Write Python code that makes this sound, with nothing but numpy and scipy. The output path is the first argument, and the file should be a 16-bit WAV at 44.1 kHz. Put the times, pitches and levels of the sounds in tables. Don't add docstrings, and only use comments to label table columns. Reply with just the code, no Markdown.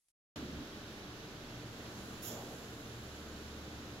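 import sys
import numpy as np
from scipy.fft import rfft, irfft, next_fast_len
from scipy.io import wavfile
from scipy.ndimage import map_coordinates

SR = 44100
rng = np.random.default_rng(int(sys.argv[2]) if len(sys.argv) > 2 else 0)


def wav_record(signal):
    frames = np.transpose(np.atleast_2d(signal))
    bounded = np.clip(frames, -1, 1)
    quanta = np.round(bounded * 32767).astype(np.int16)
    wavfile.write(sys.argv[1], SR, quanta)


N = 176400

# f/Hz, coherence (0-1)
HALL_COHERENCE = [(25, 0.5), (70, 0.93), (180, 0.98), (350, 0.95), (700, 0.79), (1400, 0.29), (2500, 0.3),
                  (6000, 0.16), (12000, 0.28)]


def ventilation():
    # f/Hz, spectral level/dB
    roar = [(11, -43), (18, -12), (43, -15), (60, -6), (93, -7), (118, -2.5), (158, -6), (228, -3),
            (263, -7), (297, -3.5), (343, -6), (448, -8.5), (561, -11.5), (609, -12), (936, -15.5),
            (1500, -14), (2400, -34.5), (3120, -57), (5280, -120)]
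    hiss = [(900, -25), (1700, 3), (2300, 1.5), (3000, 2), (3900, 1.5), (4800, -2), (6000, -4),
            (7200, -11.5), (8300, -16.5), (9800, -15), (11000, -19.5), (12100, -15.5), (13500, -19.5),
            (15700, -20.5)]
    fizz = [(3500, -19), (5500, -9), (7100, -0.5), (8200, -14.5), (9800, -10.5), (12000, -12.5),
            (13500, -13), (15700, -16.5)]
    # t/s, roar level/dB, hiss level/dB
    flow_levels = [(.36, -49.5, -54.5), (.7, -50.5, -54.5), (1.2, -50, -55), (1.7, -50, -55),
                   (2.05, -49, -55), (2.5, -50.5, -55), (2.9, -50, -55.5), (3.4, -50.5, -55.5),
                   (4, -50, -55.5)]
    # t/s, level/dB
    fizz_levels = [(.36, -86), (1.2, -76), (1.7, -70), (2.0, -63), (2.5, -62.5), (2.9, -65.5), (3.4, -67),
                   (4, -70)]
    roar_db, hiss_db = curves(flow_levels)
    fizz_db, = curves(fizz_levels)
    bands = [(roar_db, roar), (hiss_db, hiss), (fizz_db, fizz)]
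    air = sum(amp(db + .35 * wobble(10)) * rush(spectrum, HALL_COHERENCE) for db, spectrum in bands)
    return left_lead(air, seconds=.000269)


def machines():
    # t/s, fan level/dB, motor level/dB
    walk = [(.36, -64, -75), (.58, -49.5, -76), (.66, -71, -79), (1.35, -67, -70), (1.53, -72, -51.5),
            (2.12, -60, -64), (2.28, -73, -59.5), (2.7, -66, -68), (3.0, -57, -51.5), (3.22, -54.5, -66),
            (3.7, -54, -57), (4, -59, -57.5)]
    hum_pitches = [29, 190, 222.5, 295, 309, 392, 449, 599]
    whine_pitches = [2945, 5536, 5945, 6880, 7241, 11882]
    # width/Hz, level/dB
    hum_lines = [(7.04, -66.5), (14, -67.5), (3, -65.5), (6, -62.5), (9, -64.5), (6, -70.5), (7, -67.5),
                 (4, -69.5)]
    whine_db = [-79, -82, -83, -81, -83, -86]
    fan_db, motor_db = curves(walk)
    fan = amp(fan_db) * tone(hz=73, width_hz=1.2, flutter_db=.7)
    motor = amp(motor_db) * tone(hz=117.7, width_hz=1.2, flutter_db=.7)
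    hums = sum(amp(db) * tone(hz, width) for hz, (width, db) in zip(hum_pitches, hum_lines))
    whines = sum(amp(db) * np.array([tone(hz, width_hz=7) for _ in range(2)])
                 for hz, db in zip(whine_pitches, whine_db))
    return fan + motor + hums + whines


def puff():
    # f/Hz, spectral level/dB
    top = [(7500, -43), (8700, -13.5), (9800, -7), (10900, -11), (11500, -7.5), (11900, 3), (12500, -7),
           (14000, -13), (15000, -18), (15600, -4.5)]
    body = [(1800, -32), (2700, -9), (3400, -4), (4400, -17), (5300, -4), (6300, -7.5), (7000, 1),
            (7350, -2.5), (7800, -32), (9000, -45)]
    # f/Hz, coherence (0-1)
    coherence = [(2000, 0.1), (12000, 0.17)]
    start_s, tail_db = 2.221, -13
    out = np.zeros((2, N))
    for spectrum, db, rise, hold, t60 in [(top, -47, .009, .051, .3), (body, -49, .048, .043, .35)]:
        direct = envelope(start_s, rise, hold, t60)
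        tail = amp(tail_db) * envelope(start_s, rise, hold, t60=1.8)
        out += amp(db) * np.hypot(direct, tail) * rush(spectrum, coherence)
    return left_lead(out, seconds=-.000309) * amp(.37 * wobble(90))


def rumbles():
    # start t/s, rise/s, hold/s, T60/s, level/dB, lower edge f/Hz, upper edge f/Hz
    swells = [(.38, 0.046, 0.2, .06, -48, 202, 294), (2.255, 0.089, 0.067, 0.56, -48.5, 149, 790),
              (2.461, 0.032, .04, 0.86, -52, 150, 760)]
    out = np.zeros((2, N))
    for start, rise, hold, t60, db, low, high in swells:
        band = lambda hz: (hz / low) ** 2 / np.sqrt((1 + (hz / low) ** 4) * (1 + (hz / high) ** 8))
        out += amp(db) * envelope(start, rise, hold, t60) * noise(band, HALL_COHERENCE)
    return out


def faint_hiss():
    # f/Hz, spectral level/dB
    spectrum = [(30, 9), (250, 0), (600, -4.5), (3000, -0.5), (7000, 4.5), (11500, 9.5), (12500, -25)]
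    tick = amp(-76) * envelope(start=.084, rise=.00085, hold=.0017, t60=.029)
    gate = np.clip((.12 - clock()) / .01, 0, 1)
    return (amp(-85) + tick) * gate * rush(spectrum, HALL_COHERENCE)


def port_balance(x):
    # f/Hz, level/dB
    balance = [(100, -0.6), (1500, 0), (2800, -1.9), (4000, -5), (5500, -5), (7200, -9.5), (8200, -5.5),
               (9800, -8.5), (12000, -14), (13300, -4), (14800, 4)]
    return filtered(x, lambda hz: amp(np.array([[.5], [-.5]]) * along(balance, hz)))


def left_lead(x, seconds, above_hz=1720):
    phase = lambda hz: np.pi * hz * seconds * (1 - 1 / (1 + (hz / above_hz) ** 8))
    return filtered(x, lambda hz: np.exp(1j * np.array([phase(hz), -phase(hz)])))


def tone(hz, width_hz, flutter_db=2.5):
    frequency = hz + width_hz / 2 * wobble(2 * width_hz + 2)
    phase = 2 * np.pi * (np.cumsum(frequency) / SR + rng.random())
    return unit(np.sin(phase) * amp(flutter_db * wobble(width_hz + 2)))


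def rush(spectrum, coherence):
    return noise(lambda hz: amp(along(spectrum, hz)) * np.minimum(hz / spectrum[0][0], 1) ** 2, coherence)


def noise(gain, coherence):
    angle = lambda hz: np.arccos(np.clip(along(coherence, hz), -1, 1)) / 2
    response = lambda hz: gain(hz) * np.array([np.cos(angle(hz)), np.sin(angle(hz))])
    mid, side = filtered(rng.standard_normal((2, N)), response)
    return unit(np.array([mid + side, mid - side]))


def envelope(start, rise, hold, t60):
    t = clock() - start
    return np.sqrt(np.clip(t / rise, 0, 1)) * amp(-60 * np.maximum(t - rise - hold, 0) / t60)


def filtered(x, response):
    size = next_fast_len(N + SR // 2)
    return irfft(rfft(x, size) * response(np.fft.rfftfreq(size, 1 / SR)), size)[..., :N]


def wobble(rate):
    return map_coordinates(rng.standard_normal(int(N * rate / SR) + 4), [clock() * rate])


def curves(rows):
    times, *columns = np.transpose(rows)
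    return [np.interp(clock(), times, column) for column in columns]


def along(points, hz):
    frequencies, values = np.transpose(points)
    return np.interp(np.log(hz + 1), np.log(frequencies + 1), values)


def clock():
    return np.arange(N) / SR


def amp(db):
    return 10 ** (np.asarray(db) / 20)


def unit(x):
    return x / np.sqrt(np.mean(x ** 2) + 1e-20)


def scene():
    onset_s, fade_s, overshoot_db, settle_s = .358, .0029, 6, .036
    since = clock() - onset_s
    overshoot = amp(overshoot_db * np.exp(-np.maximum(since, 0) / settle_s))
    opening = np.clip(since / fade_s, 0, 1) * overshoot
    hall = ventilation() + machines() + rumbles() + puff()
    return opening * port_balance(hall) + faint_hiss()


def record(dry):
    return filtered(dry, lambda hz: hz < 15780)


dry = scene()
out = record(dry)
wav_record(out)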